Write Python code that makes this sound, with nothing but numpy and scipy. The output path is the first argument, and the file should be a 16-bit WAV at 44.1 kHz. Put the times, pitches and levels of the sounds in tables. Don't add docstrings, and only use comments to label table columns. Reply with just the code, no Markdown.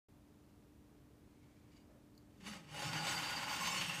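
import sys
import numpy as np
from scipy import signal
from scipy.fft import rfft, irfft, next_fast_len
from scipy.io import wavfile
from scipy.ndimage import map_coordinates

SR = 44100
rng = np.random.default_rng(int(sys.argv[2]) if len(sys.argv) > 2 else 0)


def transcribe(signal):
    frames = np.atleast_2d(signal).T
    limited = np.clip(frames, -1, 1)
    pcm = np.round(limited * 32767).astype(np.int16)
    wavfile.write(sys.argv[1], SR, pcm)


N = 176400


# f/Hz, level/dB
SCRAPE_COLOUR = [(30, -20), (90, -1), (220, -4.5), (305, -2.5), (385, -22), (550, -5), (670, -19.5),
                 (820, -2), (1250, -5.5), (2000, -0.7), (3050, -3), (3450, -10.5), (6400, -13.5),
                 (9000, -22), (12500, -28), (15000, -32)]

def scrape(body_db=-3.5):
    body = amp(body_db) * coloured(friction(), SCRAPE_COLOUR)
    return pressure() * (body + shimmer() + gauge() + blade())


def friction(slips_per_s=1800, spread_db=4.5, rub_db=-0.5, judder_hz=69.65, judder_db=2):
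    slipping = rng.random(N) < slips_per_s / SR
    sizes = amp(spread_db * np.clip(rng.standard_normal(N), -2, 2))
    slips = unit(slipping * sizes * np.sign(rng.standard_normal(N)))
    rub = amp(rub_db) * rng.standard_normal(N)
    return unit((slips + rub) * amp(judder_db * wobble(judder_hz)))


# t/s, level/dB
PUSH = [(2.3, -84), (2.395, -77), (2.41, -63.5), (2.435, -66), (2.47, -51), (2.51, -53), (2.57, -55),
        (2.63, -67.5), (2.68, -64.5), (2.77, -48), (2.85, -44.5), (3.0, -43.5), (3.11, -42), (3.26, -43.5),
        (3.47, -45.5), (3.53, -41.5), (3.585, -43.5), (3.7, -42), (3.8, -43.5), (3.92, -46), (4.0, -45)]
# t/s, boost/dB
TIP_CATCHES = [(2.743, 5.5), (2.822, 5.5), (2.931, 6.5), (3.069, 6), (3.493, 0), (3.672, 4), (3.812, 6),
               (3.895, 2.5)]

def pressure(decay_s=0.012):
    t = clock()
    bite_db = sum(db * (t > s) * np.exp(-np.abs(t - s) / decay_s) for s, db in TIP_CATCHES)
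    return amp(curves(PUSH)[0] + bite_db) * (t > PUSH[0][0])


# f/Hz, width/Hz, relative level/dB, peak t/s, half length/s
GAUGE_MODES = [(301, 27, -15.5, 3.05, 0.27), (550, 120, -9, 2.6, 0.18), (835.4, 33, -7, 3.13, 0.44),
               (1000, 150, -9.5, 3.46, 0.23), (1446, 64, -7.5, 3.22, 0.39), (2733, 140, -3.5, 3.856, 0.15),
               (3682, 66, -18, 3.34, 1), (4658, 110, -7, 3.235, 0.32), (13300, 220, -26, 3.6, 0.29)]

def gauge(rest_db=-9):
    out = np.zeros(N)
    for hz, width_hz, db, peak_s, half_s in GAUGE_MODES:
        drive = amp(db + rest_db * (1 - swell(peak_s, half_s)))
        out += drive * resonate(friction(), hz, width_hz)
    return out


# f/Hz, relative level/dB, peak t/s, half length/s
BLADE_MODES = [(1068, -13.5, 3.66, .15), (1260, -14, 2.56, .08), (1638, -15, 3.25, .15),
               (1860, -16.5, 2.52, .07), (2238, -15, 3.7, .1), (2405, -15, 2.72, .15),
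               (2752, -13, 3.96, .2), (2905, -16, 2.6, .15), (2992, -14.5, 3.8, .12),
               (3195, -15.5, 3.88, .13), (4404, -16.5, 3.82, .09), (4560, -15, 2.52, .08),
               (5362, -18, 3.72, .08), (5582, -15.5, 3.82, .12), (6182, -17, 3.68, .08),
               (6321, -17.5, 3.68, .11), (6557, -21, 3.9, .15), (7202, -17.5, 3.74, .11),
               (7955, -16, 3.1, .06), (8183, -23, 3.88, .15), (8335, -24, 3.85, .17),
               (10148, -26, 3.82, .1), (10890, -28, 3.82, .1), (11970, -28, 3.6, .3)]

def blade(width_hz=24, gain_db=3.5, rest_db=-10.5):
    force, out = friction(), np.zeros(N)
    for hz, db, peak_s, half_s in BLADE_MODES:
        drive = amp(gain_db + db + rest_db * (1 - swell(peak_s, half_s)))
        out += drive * rng.choice([-1, 1]) * resonate(force, hz, width_hz)
    return out


# t/s, relative level/dB
SHIMMER_LEVEL = [(2.48, -7), (2.6, -14), (2.84, -9), (2.97, -18), (3.11, -6), (3.22, -9.5), (3.45, -13.5),
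                 (3.65, -6), (4.0, -12.5)]
# f/Hz, level/dB
SHIMMER_SPECTRUM = [(1800, -21), (3000, 1), (4000, 2.5), (6400, -1.5), (8000, -3.5), (10500, -10),
                    (15000, -25)]

def shimmer(count=70, width_hz=22, spread_db=8):
    force = friction()
    t, ring = np.arange(SR // 8) / SR, 0
    hz, db = np.transpose(SHIMMER_SPECTRUM)
    for k, (place, size) in enumerate(rng.random((count, 2))):
        mode_hz = hz[0] + (hz[-1] - hz[0]) * (k + place) / count
        gain = amp(np.interp(mode_hz, hz, db) + spread_db * size)
        ring = ring + gain * np.sin(2 * np.pi * mode_hz * t)
    ring *= np.exp(-np.pi * width_hz * t)
    return amp(curves(SHIMMER_LEVEL)[0]) * unit(signal.fftconvolve(force, ring)[:N])


# t/s, half length/s, f/Hz, level/dB
BLADE_SQUEALS = [(2.485, .018, 10325, -65), (2.49, .018, 6212, -61), (2.785, .04, 10300, -67),
                 (2.85, .02, 7058, -61), (2.87, .035, 5405, -57.5), (3.11, .012, 6321, -52.5),
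                 (3.68, .02, 6321, -53), (3.727, .008, 5362, -47.5), (3.73, .03, 7202, -57)]

def squeals(flutter_hz=190, flutter_db=2.5, drift_rad=.8):
    out = np.zeros(N)
    for s, half_s, hz, db in BLADE_SQUEALS:
        tone = unit(np.sin(2 * np.pi * hz * clock() + drift_rad * wobble(flutter_hz)))
        out += amp(db + flutter_db * wobble(flutter_hz)) * swell(s, half_s) * tone
    return out


# t/s, centre f/Hz, level/dB
ARBOR_RUMBLE = [(2.38, 193.6, -66), (2.49, 196.7, -53.5), (2.56, 186, -58), (2.7, 154, -57.5),
                (2.84, 140, -57.5), (2.875, 148.3, -45.5), (3.0, 148.5, -47), (3.07, 182, -56),
                (3.15, 157.3, -54.5), (3.25, 166, -60), (3.33, 157.9, -58), (3.47, 159.8, -60),
                (3.67, 174, -54), (3.8, 171.6, -54), (4.0, 161.2, -52)]

def arbor(flutter_hz=46, skirt_hz=110, skirt_db=-4, octave_db=-13.5):
    def band(carrier, rate_hz):
        return unit(np.real(carrier * (wobble(rate_hz) + 1j * wobble(rate_hz))))

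    hz, db = curves(ARBOR_RUMBLE)
    carrier = np.exp(2j * np.pi * np.cumsum(hz) / SR)
    core = band(carrier, flutter_hz)
    skirt = amp(skirt_db) * band(carrier, skirt_hz)
    octave = amp(octave_db) * band(carrier ** 2, flutter_hz)
    return amp(db) * (clock() > ARBOR_RUMBLE[0][0]) * unit(core + skirt + octave)


# t/s, level/dB
PLUNGER_TICKS = [(2.151, -68), (2.178, -59)]
# f/Hz, level/dB
TICK_SPECTRUM = [(1000, -18), (3900, -17.5), (4500, 9), (4850, -3), (5400, -13), (7000, -5), (8500, -19),
                 (15000, -12)]

def ticks(rise_s=0.00028, t60_s=0.024):
    ring, out = coloured(rng.standard_normal(N), TICK_SPECTRUM), np.zeros(N)
    for s, db in PLUNGER_TICKS:
        age = np.maximum(clock() - s, 0)
        out += amp(db - 60 * age / t60_s) * (1 - np.exp(-age / rise_s)) * ring
    return out


# t/s, half length/s, level/dB
TOUCHES = [(1.53, 0.18, -81), (1.735, 0.023, -82.5), (1.78, 0.033, -79)]
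# f/Hz, level/dB
BRUSH_SPECTRUM = [(1000, -13), (2100, 0), (2280, 4.5), (2600, -6.5), (7000, -12), (15000, -29)]
# f/Hz, relative level/dB
PLUNGER_MODES = [(2890, -5.5), (4720, -.5), (6810, -7.5)]

def brushes(width_hz=70):
    touches = [amp(db) * swell(s, half_s) for s, half_s, db in TOUCHES]
    force = friction()
    ring = sum(amp(db) * resonate(force, hz, width_hz) for hz, db in PLUNGER_MODES)
    return sum(touches) * coloured(force, BRUSH_SPECTRUM) + touches[-1] * ring


# f/Hz, level/dB
HAND_SPECTRUM = [(200, -10), (620, 10), (900, -15), (1700, -7), (4000, -30)]

def hand(at_s=1.935, half_s=.055, level_db=-72):
    return amp(level_db) * swell(at_s, half_s) * coloured(rng.standard_normal(N), HAND_SPECTRUM)


# f/Hz, level/dB
HUM_TONES = [(70, -80), (209.9, -74.5), (247.6, -77), (296.1, -70.5), (592.2, -85.5)]
# f/Hz, level/dB
AIR_SPECTRUM = [(25, -22), (40, -4.5), (52, -0.5), (145, -1), (175, -6), (315, -7.5), (450, -10.5),
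                (560, -16.5), (1000, -20.5), (2000, -27.5), (4000, -31.5), (15000, -37)]

def workshop(air_db=-65, drift_rad=0.58, drift_hz=4.45):
    hum = np.zeros(N)
    for hz, db in HUM_TONES:
        hum += amp(db) * unit(np.sin(2 * np.pi * hz * clock() + drift_rad * wobble(drift_hz)))
    return hum + amp(air_db) * coloured(rng.standard_normal(N), AIR_SPECTRUM)


def room(x, t60_s=0.23, wet_db=-9.5):
    t = np.arange(SR // 2) / SR
    tail = rng.standard_normal(len(t)) * amp(-60 * t / t60_s)
    return x + amp(wet_db) * signal.fftconvolve(x, tail / np.linalg.norm(tail))[:N]


def amp(db):
    return 10 ** (np.asarray(db) / 20)


def unit(x):
    return x / np.sqrt(np.mean(x ** 2) + 1e-20)


def clock():
    return np.arange(N) / SR


def curves(rows):
    s, *cols = np.transpose(rows)
    return [np.interp(clock(), s, c) for c in cols]


def swell(peak_s, half_s):
    return np.exp(-.5 * ((clock() - peak_s) / half_s) ** 2)


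def wobble(rate_hz):
    return map_coordinates(rng.standard_normal(N // 20), [clock() * rate_hz + 2], mode="mirror")


def filtered(x, response):
    m = next_fast_len(N + SR // 2)
    return irfft(rfft(x, m) * response(np.fft.rfftfreq(m, 1 / SR)), m)[:N]


def coloured(x, points):
    hz, db = np.transpose(points)

    def response(f):
        return amp(np.interp(np.log(f + 1), np.log(hz), db)) * f / np.hypot(f, hz[0])

    return unit(filtered(x, response))


def resonate(x, hz, width_hz):
    return unit(filtered(x, lambda f: 1j * f * width_hz / (hz * hz - f * f + 1j * f * width_hz)))


def scene():
    contact = scrape() + squeals() + brushes() + hand() + ticks()
    return (room(contact) + arbor() + workshop())[None]


def record(dry, start_s=.084, fade_s=.003, top_hz=15250):
    fade_in = np.clip((clock() - start_s) / fade_s, 0, 1)
    return filtered(dry[0] * fade_in, lambda f: f < top_hz)[None]


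dry = scene()
out = record(dry)
transcribe(out)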